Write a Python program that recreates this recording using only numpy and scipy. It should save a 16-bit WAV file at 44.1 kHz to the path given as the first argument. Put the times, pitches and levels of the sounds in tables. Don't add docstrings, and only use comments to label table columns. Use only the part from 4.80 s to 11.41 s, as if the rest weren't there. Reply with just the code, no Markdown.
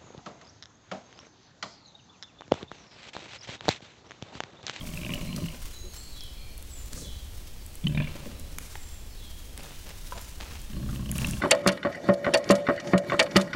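import sys
import numpy as np
from scipy import signal
from scipy.fft import rfft, irfft, next_fast_len
from scipy.io import wavfile
from scipy.ndimage import map_coordinates

SR = 44100
rng = np.random.default_rng(int(sys.argv[2]) if len(sys.argv) > 2 else 0)


def log_audio(samples):
    frames = np.atleast_2d(samples).T
    limited = np.clip(frames, -1, 1)
    pcm = np.round(limited * 32767).astype(np.int16)
    wavfile.write(sys.argv[1], SR, pcm)


N = 291501

# start_s, length_s, attack_s, nominal flap_rate_hz, flap_jitter_s, rebound_delay_s,
# chest_db, mouth_db, slap_peak_db, slap_ring_hz, slap_t60_s
GRUNTS = [(.005, 0.76, 0.0067, 50, .003, .011, -40, -50, -51, 2730, 0.019),
          (3.031, 0.28, .006, 35, 0.0011, 0.014, -33.5, -52.5, -62, 2520, 0.029),
          (5.9, .77, 0.044, 29, 0.0007786, 0.01496, -35, -55.5, -49, 2960, 0.012)]
# centre_hz, width_hz, level_db
THROATS = [
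    [(88, 55, -7), (165.7, 49, 3.5), (215, 41, -3), (294, 32, -12), (605, 18, -12.5), (1051, 18, -18.5),
     (2230, 87, -20.5), (2810, 320, -14.5)],
    [(76, 22, 0.5), (147.4, 29.3, 4), (194, 41, -0.5), (260, 40, -12), (591, 26, -15.5), (970, 70, -25),
     (1674, 37, -21.5), (2360, 48, -21.5), (2730, 18, -17), (3550, 48, -24.5)],
    [(65.2, 8, 3.5), (136.3, 29, 1.5), (195.5, 39.9, 1), (297, 11, -8.5), (596, 19, -15.5), (1102, 40, -21),
     (1640, 200, -23.5), (3170, 520, -19)],
]
# crest_s, half_width_s (to 1/e of the lift), chest_lift_db, mouth_lift_db
PUSHES = [(.29, 0.12, 4, 4), (0.594, 0.12, 6.5, -3), (3.062, 0.033, 7, -2), (3.194, 0.049, 7, 13),
          (6.44, 0.11, 3.5, 7)]
# start_s, peak_db, ring_hz
HARD_SLAPS = [(.0095, -29, 3310), (0.173, -27, 2690), (0.214, -33, 2650), (0.2323, -30, 2450),
              (0.2473, -24.5, 2860), (0.2641, -27.5, 2570), (0.2919, -29, 2390), (.304, -29, 2830),
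              (0.3194, -34, 2680), (0.336, -21.5, 2996), (0.3552, -28, 3000), (0.4113, -31.5, 3020),
              (0.5278, -29, 3060), (0.6395, -35, 2930), (0.6581, -34, 2900), (0.6838, -32, 3100),
              (3.0395, -38, 3370), (3.0682, -18.5, 3100), (3.147, -36, 2420), (3.1734, -26, 2414),
              (3.2, -24, 2480), (3.243, -33, 2480), (3.272, -32.5, 2350), (3.317, -37, 2630),
              (5.9318, -37, 3160), (6.1592, -31, 3100), (6.2583, -34, 3260), (6.2917, -29, 3100),
              (6.3549, -32.5, 3000), (6.3856, -24, 2891), (6.4169, -28, 2780), (6.4451, -16, 2860),
              (6.534, -28, 2770)]
# ratio to the ring, level_db
SLAP_SIDES = [(.36, -17), (0.659, -10.5), (1.45, -13.5), (2.1, -23.5)]
# start_s, length_s, first_hz, last_hz, level_db
GROANS = [(.225, 0.11, 192.5, 174.4, -37), (.545, .14, 209.4, 155, -33), (3.036, 0.049, 167, 190, -32),
          (3.155, 0.078, 161.4, 132.5, -31.5)]
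# frequency_hz, level_db
AIR = [(25, 1.5), (45, -4), (70, -3), (107, -16), (150, -23.5), (330, -29.5), (800, -44.5)]
# frequency_hz, level_db
HISS = [(100, 17.5), (300, 8.5), (600, 5), (1500, -2.5), (3000, 0.5), (5000, -2), (8000, -4.5), (12000, -7),
        (15000, -9), (16000, -29)]
# start_s, length_s, level_db
SHUFFLES = [(0, 1, -62.5), (0.815, 0.16, -59.5), (1.133, 0.12, -59.5), (2.123, 0.051, -58),
            (3.81, 0.49, -66), (4.822, 0.083, -60.5), (4.903, 1, -68.5), (6.077, 0.14, -63),
            (6.337, 0.27, -54)]
# frequency_hz, level_db
LITTER = [(300, -26), (1000, 1.5), (2500, 1), (6000, 3.5), (9000, 0), (15000, -2.5)]
# start_s, length_s, pitch_hz, level_db
WHISTLES = [(0.416, .11, 4094, -55.5), (0.869, 0.21, 6550, -56.5), (0.921, 0.052, 4046, -51),
            (1.077, .19, 4294, -53.5), (1.147, 0.05, 7560, -50.5), (1.543, .098, 2350, -59.5),
            (1.546, 0.092, 4290, -55.5), (1.889, 0.061, 7700, -51.5), (1.953, 0.042, 7070, -51),
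            (3.875, 0.32, 7440, -58.5), (4.8, 0.18, 3600, -63), (5.336, 0.056, 7150, -56.5),
            (5.912, 0.04, 4216, -59)]
# start_s, note_spacing_s, level_db
PHRASES = [(1.27, 0.041, -49.5), (2.185, 0.024, -49.5), (4.28, .055, -55.5)]
# pitch_hz, level_db
PHRASE_NOTES = [(4320, -5.5), (3780, -2.5), (3260, 0.5), (3030, -4.5)]
# start_s, peak_db, centre_hz, wood_db (of the lower knock, relative to the crack)
TWIGS = [(0.5625, -22, 5060, -8), (1.407, -23, 4670, -30), (2.1318, -20, 6540, -10.5),
         (3.785, -15, 8700, -6), (4.777, -20.5, 8750, -5), (5.414, -28, 11080, -22),
         (6.315, -12.5, 10160, -15), (6.3816, -15, 7900, -13.5), (6.4706, -18, 7940, -28),
         (6.5103, -16.5, 7800, -31)]
# start_s, peak_db, pitch_hz, t60_s, click_db (relative to the knock)
SMACKS = [(.578, -37, 1220, 0.023, -12), (.586, -33.5, 594, .04, -21), (1.04, -40, 367, .2256, -30),
          (2.175, -41, 1220, 0.04, -14), (3.955, -26, 850, 0.012, 7.5), (5.322, -26.5, 1000, 0.043, -1),
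          (5.356, -38, 675, 0.16, -21), (6.089, -35, 1260, 0.025, -20), (6.096, -39, 1372, 0.029, -18),
          (6.602, -34.5, 810, 0.041, -19)]
# ratio to the pitch, level_db
JAW = [(.55, 5.5), (0.996, 13.5), (1.3, 1), (1.55, 0), (3.3, -8)]
# start_s, length_s, low_db,
# high_db
SNUFFLES_AND_THUDS = [(0.734, 0.032, -40, -52), (2.045, 0.36, -47, -83), (3.234, 0.35, -48.5, -48.5),
                      (3.35, 0.028, -43, -62), (3.455, 0.028, -40, -62), (3.461, 0.44, -47, -60.5),
                      (4.733, 0.26, -51, -50.5), (5.055, 0.078, -51, -45), (5.33, 0.096, -57, -48.5),
                      (5.597, 0.041, -54, -38), (5.634, 0.17, -55, -45), (6.387, 0.11, -46, -45)]
# frequency_hz, level_db
SNORT = [(40, -9), (100, 6.5), (150, 3.5), (230, 3), (400, -8), (560, -2.5), (900, -35), (1600, -32)]
# frequency_hz, level_db
SNIFF = [(400, 6), (950, 8), (1300, 4.5), (1780, 4.5), (2870, 4), (7000, -4), (12000, -24)]
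# start_s, length_s, level_db
SWEEPS = [(2.154, 0.12, -45)]
# frequency_hz, t60_s
FOREST = [(100, 0.6), (600, 0.29), (3000, 1), (8000, 0.81), (15000, 0.2)]

RELEASE_S, CHEST_FADE_DB, MOUTH_FADE_DB = 0.12, 40, 3
SLAP_GROWTH = 1.3
SLAP_SCATTER_DB, SLAP_SCATTER = 0, 0.072
WHINE_HZ, WHINE_DB, TOP_HZ = 15725, -71, 15850
GUST_DB = 1
STIR_DB, STIR_SWING_DB = -66.5, 3
SHUFFLE_SKEW = 0.42
CHORUS_DB, CHORUS_HZ, CHORUS_SPREAD, CHORUS_NOTE_S = -65, 3650, 0.16, 0.089
PHRASE_SLIDE, WHISTLE_SLIDE = 0.083, 0.02
SLIDE_SHARE = 0.392
TICK_DB, TICK_SPREAD_DB = -25, 7
TICK_HZ, TICK_WOOD_DB = 9100, -17
CLICK_HZ, CLICK_T60_S = 2145, 0.013


def amp(db):
    return 10 ** (np.asarray(db) / 20)


def unit(x):
    return x / np.sqrt(np.mean(x ** 2) + 1e-20)


def along(points, hz):
    f, v = np.transpose(points)
    return np.interp(np.log(hz + 1), np.log(f + 1), v)


def wobble(rate):
    knots = rng.standard_normal(int(N * rate / SR) + 4)
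    return map_coordinates(knots, [np.arange(N) * rate / SR])


def filtered(x, response):
    m = next_fast_len(len(x) + 4096)
    return irfft(rfft(x, m) * response(np.fft.rfftfreq(m, 1 / SR)), m)[:len(x)]


def coloured(x, spectrum):
    return unit(filtered(x, lambda hz: amp(along(spectrum, hz))))


def noise(spectrum):
    return coloured(rng.standard_normal(N), spectrum)


def band(centre_hz, octaves, size):
    def bell(hz):
        return np.exp(-.5 * (np.log2((hz + 1) / centre_hz) / octaves) ** 2)
    return unit(filtered(rng.standard_normal(size), bell))


def crackle(spectrum, density, clump_db):
    grains = rng.standard_normal(N) * (rng.random(N) < density / SR)
    return coloured(grains * amp(clump_db * wobble(90)), spectrum)


def add(track, s, sound):
    start = int(np.clip(round(s * SR), 0, N))
    track[start:start + len(sound)] += sound[:N - start]


def effort(s, end):
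    lift = sum(np.array([chest, mouth]) * np.exp(-((s - crest) / width) ** 2)
               for crest, width, chest, mouth in PUSHES)
    released = max(0, 1 - (end - s) / RELEASE_S)
    return lift - np.array([CHEST_FADE_DB, MOUTH_FADE_DB]) * released


def flap_times(start, end, rate, jitter):
    marks = [s for s, *_ in HARD_SLAPS if start - .01 < s < end - .01] + [end]
    if marks[0] > start + .02:
        marks = [start] + marks
    runs = []
    for a, b in zip(marks, marks[1:]):
        run = np.linspace(a, b, max(1, round((b - a) * rate)), endpoint=False)
        runs.append(run + jitter * rng.standard_normal(len(run)) * (run > run[0]))
    return np.concatenate(runs)


def flap(modes, t, scatter, rasp, rise, smear, spread_db):
    ring = np.zeros(len(t))
    for hz, width, db in modes:
        pitch = hz * np.exp(scatter * rng.standard_normal())
        wave = np.sin(2 * np.pi * (pitch * t + smear * rng.standard_normal()))
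        wave = wave + rasp * band(hz, 0.24, size=len(t))
        ring += amp(db + rng.normal(0, spread_db)) * width * wave * np.exp(-np.pi * width * t)
    ring *= (1 - np.exp(-t / rise)) ** 2
    return ring / np.linalg.norm(ring)


def slap(hz, t60, bend, rasp, snap):
    t = np.arange(SR // 20) / SR
    opening = (1 - np.exp(-t / .0012)) ** 2
    phase = 2 * np.pi * np.cumsum(hz * (1 - bend * np.exp(-t / 0.0019))) / SR
    edge = sum(amp(db) * np.sin(ratio * phase) for ratio, db in SLAP_SIDES)
    edge = edge + rasp * band(hz * 0.972, 0.14, size=len(t))
    ring = (np.sin(phase) + edge * np.exp(-t / 0.0067)) * amp(-60 * t / t60) * opening
    ring *= 1 + snap * np.exp(-((t - .0016) / 0.00028) ** 2)
    return ring / np.abs(ring).max()


def grunts(chest_db, mouth_db, uneven_db, rebound_db):
    rattle, slaps = np.zeros(N), np.zeros(N)
    t = np.arange(SR // 10) / SR
    hard = {s: (db, hz) for s, db, hz in HARD_SLAPS}
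    for grunt, throat in zip(GRUNTS, THROATS):
        start, length, attack, rate, jitter, rebound_delay, chest, mouth, slap_db, slap_hz, t60 = grunt
        for s in flap_times(start, start + length, rate, jitter):
            chest_lift, mouth_lift = effort(s, start + length)
            onset = np.clip((s - start + .5 / rate) / attack, 0, 1)
            force = np.sqrt(SR / rate) * amp(rng.normal(0, uneven_db)) * onset
            mouth_ring = flap(throat[4:], t, scatter=0.037, rasp=0.56, rise=0.0011, smear=0.28, spread_db=3.5)
            add(rattle, s, force * amp(mouth + mouth_lift + mouth_db) * mouth_ring)
            for when, db in (s, chest_db), (s + rebound_delay, rebound_db):
                thump = flap(throat[:4], t, scatter=0.035, rasp=0.38, rise=0.0017, smear=0.087, spread_db=3)
                add(rattle, when, force * amp(chest + chest_lift + db) * thump)
            usual_db = slap_db + SLAP_GROWTH * mouth_lift + rng.normal(0, SLAP_SCATTER_DB)
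            usual_hz = slap_hz * np.exp(rng.normal(0, SLAP_SCATTER))
            db, hz = hard.get(s, (usual_db, usual_hz))
            add(slaps, s, amp(db) * slap(hz, t60, bend=0.157, rasp=0.67, snap=0.74))
    return rattle, slaps


def background(air_db, hiss_db):
    rumble = amp(air_db + GUST_DB * wobble(2.09)) * noise(AIR)
    hiss = amp(hiss_db) * noise(HISS)
    whine = amp(WHINE_DB) * np.sin(2 * np.pi * WHINE_HZ * np.arange(N) / SR)
    return rumble + hiss + whine


def leaves(level_db):
    motion = amp(STIR_DB + STIR_SWING_DB * wobble(4.37))
    for s, length, db in SHUFFLES:
        u = np.linspace(0, 1, int(length * SR))
        add(motion, s, amp(db) * np.sin(np.pi * u ** SHUFFLE_SKEW))
    return amp(level_db) * motion * crackle(LITTER, density=5000, clump_db=3.5)


def groans(waver, shake_db):
    out = np.zeros(N)
    for s, length, from_hz, to_hz, db in GROANS:
        u = np.linspace(0, 1, int(length * SR))
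        pitch = (from_hz + (to_hz - from_hz) * u) * (1 + waver * wobble(50)[:len(u)])
        swell = np.sqrt(np.abs(np.sin(np.pi * u)))
        add(out, s, amp(db) * swell * np.sin(2 * np.pi * np.cumsum(pitch) / SR))
    return out * amp(shake_db * wobble(70))


def note(length, hz, slide, waver):
    u = np.linspace(0, 1, int(length * SR))
    drift = map_coordinates(rng.standard_normal(80), [u * length * 120])
    pitch = hz * (1 + slide * np.exp(-u / SLIDE_SHARE) + waver * drift)
    return np.sqrt(np.abs(np.sin(np.pi * u))) * np.sin(2 * np.pi * np.cumsum(pitch) / SR)


def birds(level_db, waver, overlap, count):
    out = np.zeros(N)
    for s, step, db in PHRASES:
        for k, (hz, accent_db) in enumerate(PHRASE_NOTES):
            sung = note(overlap * step, hz, PHRASE_SLIDE, waver)
            add(out, s + k * step, amp(db + accent_db) * sung)
    chorus = []
    for k in range(count):
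        s = (k + rng.random()) / count * N / SR
        hz = CHORUS_HZ * np.exp(rng.normal(0, CHORUS_SPREAD))
        chorus.append((s, CHORUS_NOTE_S, hz, CHORUS_DB))
    for s, length, hz, db in WHISTLES + chorus:
        add(out, s, amp(db) * note(length, hz, WHISTLE_SLIDE, waver))
    return amp(level_db) * out


def twigs(level_db, wood_db, cycles, count):
    out, t = np.zeros(N), np.arange(SR // 16) / SR
    ticks = [(rng.random() * N / SR, TICK_DB - TICK_SPREAD_DB * rng.random(), TICK_HZ, TICK_WOOD_DB)
             for _ in range(count)]
    for s, db, hz, knock_db in TWIGS + ticks:
        knock = amp(knock_db + wood_db) * band(2350, 0.9, size=len(t))
        burst = band(hz, 0.46, size=len(t)) + knock
        snap = burst * amp(-60 * t * hz / cycles)
        add(out, s, amp(db + level_db) * snap / np.abs(snap).max())
    return out


def smacks(level_db, rasp):
    out, t = np.zeros(N), np.arange(SR // 8) / SR
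    for s, db, hz, t60, click_db in SMACKS:
        ring = sum(amp(level) * np.sin(2 * np.pi * (hz * ratio * t + rng.random())) for ratio, level in JAW)
        ring = ring + rasp * band(hz * 1.39, 0.24, size=len(t))
        ring = ring * amp(-60 * t / t60) * (1 - np.exp(-t / 0.00036))
        ring += amp(click_db) * band(CLICK_HZ, 0.47, size=len(t)) * amp(-60 * t / CLICK_T60_S)
        add(out, s, amp(db + level_db) * ring / np.abs(ring).max())
    return out


def snuffles_and_thuds(flutter_db):
    low, high = np.zeros(N), np.zeros(N)
    for s, length, low_db, high_db in SNUFFLES_AND_THUDS:
        u = np.linspace(0, 1, int(length * SR))
        swell = np.sin(np.pi * u ** 0.77)
        add(low, s, amp(low_db) * swell)
        add(high, s, amp(high_db) * swell)
    snort = low * noise(SNORT) * unit(amp(flutter_db * wobble(70)))
    return snort + high * crackle(SNIFF, density=1100, clump_db=3)


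def sweeps(centre_hz, octaves):
    out = np.zeros(N)
    for s, length, db in SWEEPS:
        u = np.linspace(0, 1, int(length * SR))
        add(out, s, amp(db) * np.sin(np.pi * np.sqrt(u)) * band(centre_hz, octaves, size=len(u)))
    return out


def forest(x, wet_db, build):
    hz, t, z = signal.stft(rng.standard_normal(SR), SR, nperseg=256)
    decay = amp(-60 * t / along(FOREST, hz)[:, None])
    tail = signal.istft(z * decay * (1 - np.exp(-t / build)), SR, nperseg=256)[1]
    return x + amp(wet_db) * signal.fftconvolve(x, tail / np.linalg.norm(tail))[:N]


def scene():
    growl, slaps = grunts(chest_db=-2.0, mouth_db=0.5, uneven_db=1.5, rebound_db=-6.5)
    growl = growl + groans(waver=0.014, shake_db=4.0)
    rooting = snuffles_and_thuds(flutter_db=3.0) + smacks(level_db=-0.5, rasp=1.0)
    rooting = rooting + twigs(level_db=-4, wood_db=2.5, cycles=67, count=12)
    rooting = rooting + leaves(level_db=9.5) + sweeps(centre_hz=6540, octaves=0.48)
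    song = forest(birds(level_db=-2, waver=0.0172, overlap=1.51, count=32), wet_db=5.5, build=0.0047)
    near = forest(growl, wet_db=-9.0, build=0.0011) + forest(slaps, wet_db=-21.0, build=0.068)
    near = near + forest(rooting, wet_db=-8.5, build=0.018)
    return (near + song + background(air_db=-40.5, hiss_db=-51.0))[None]


def record(dry):
    return filtered(dry[0], lambda hz: hz < TOP_HZ)[None]


dry = scene()
out = record(dry)
log_audio(out)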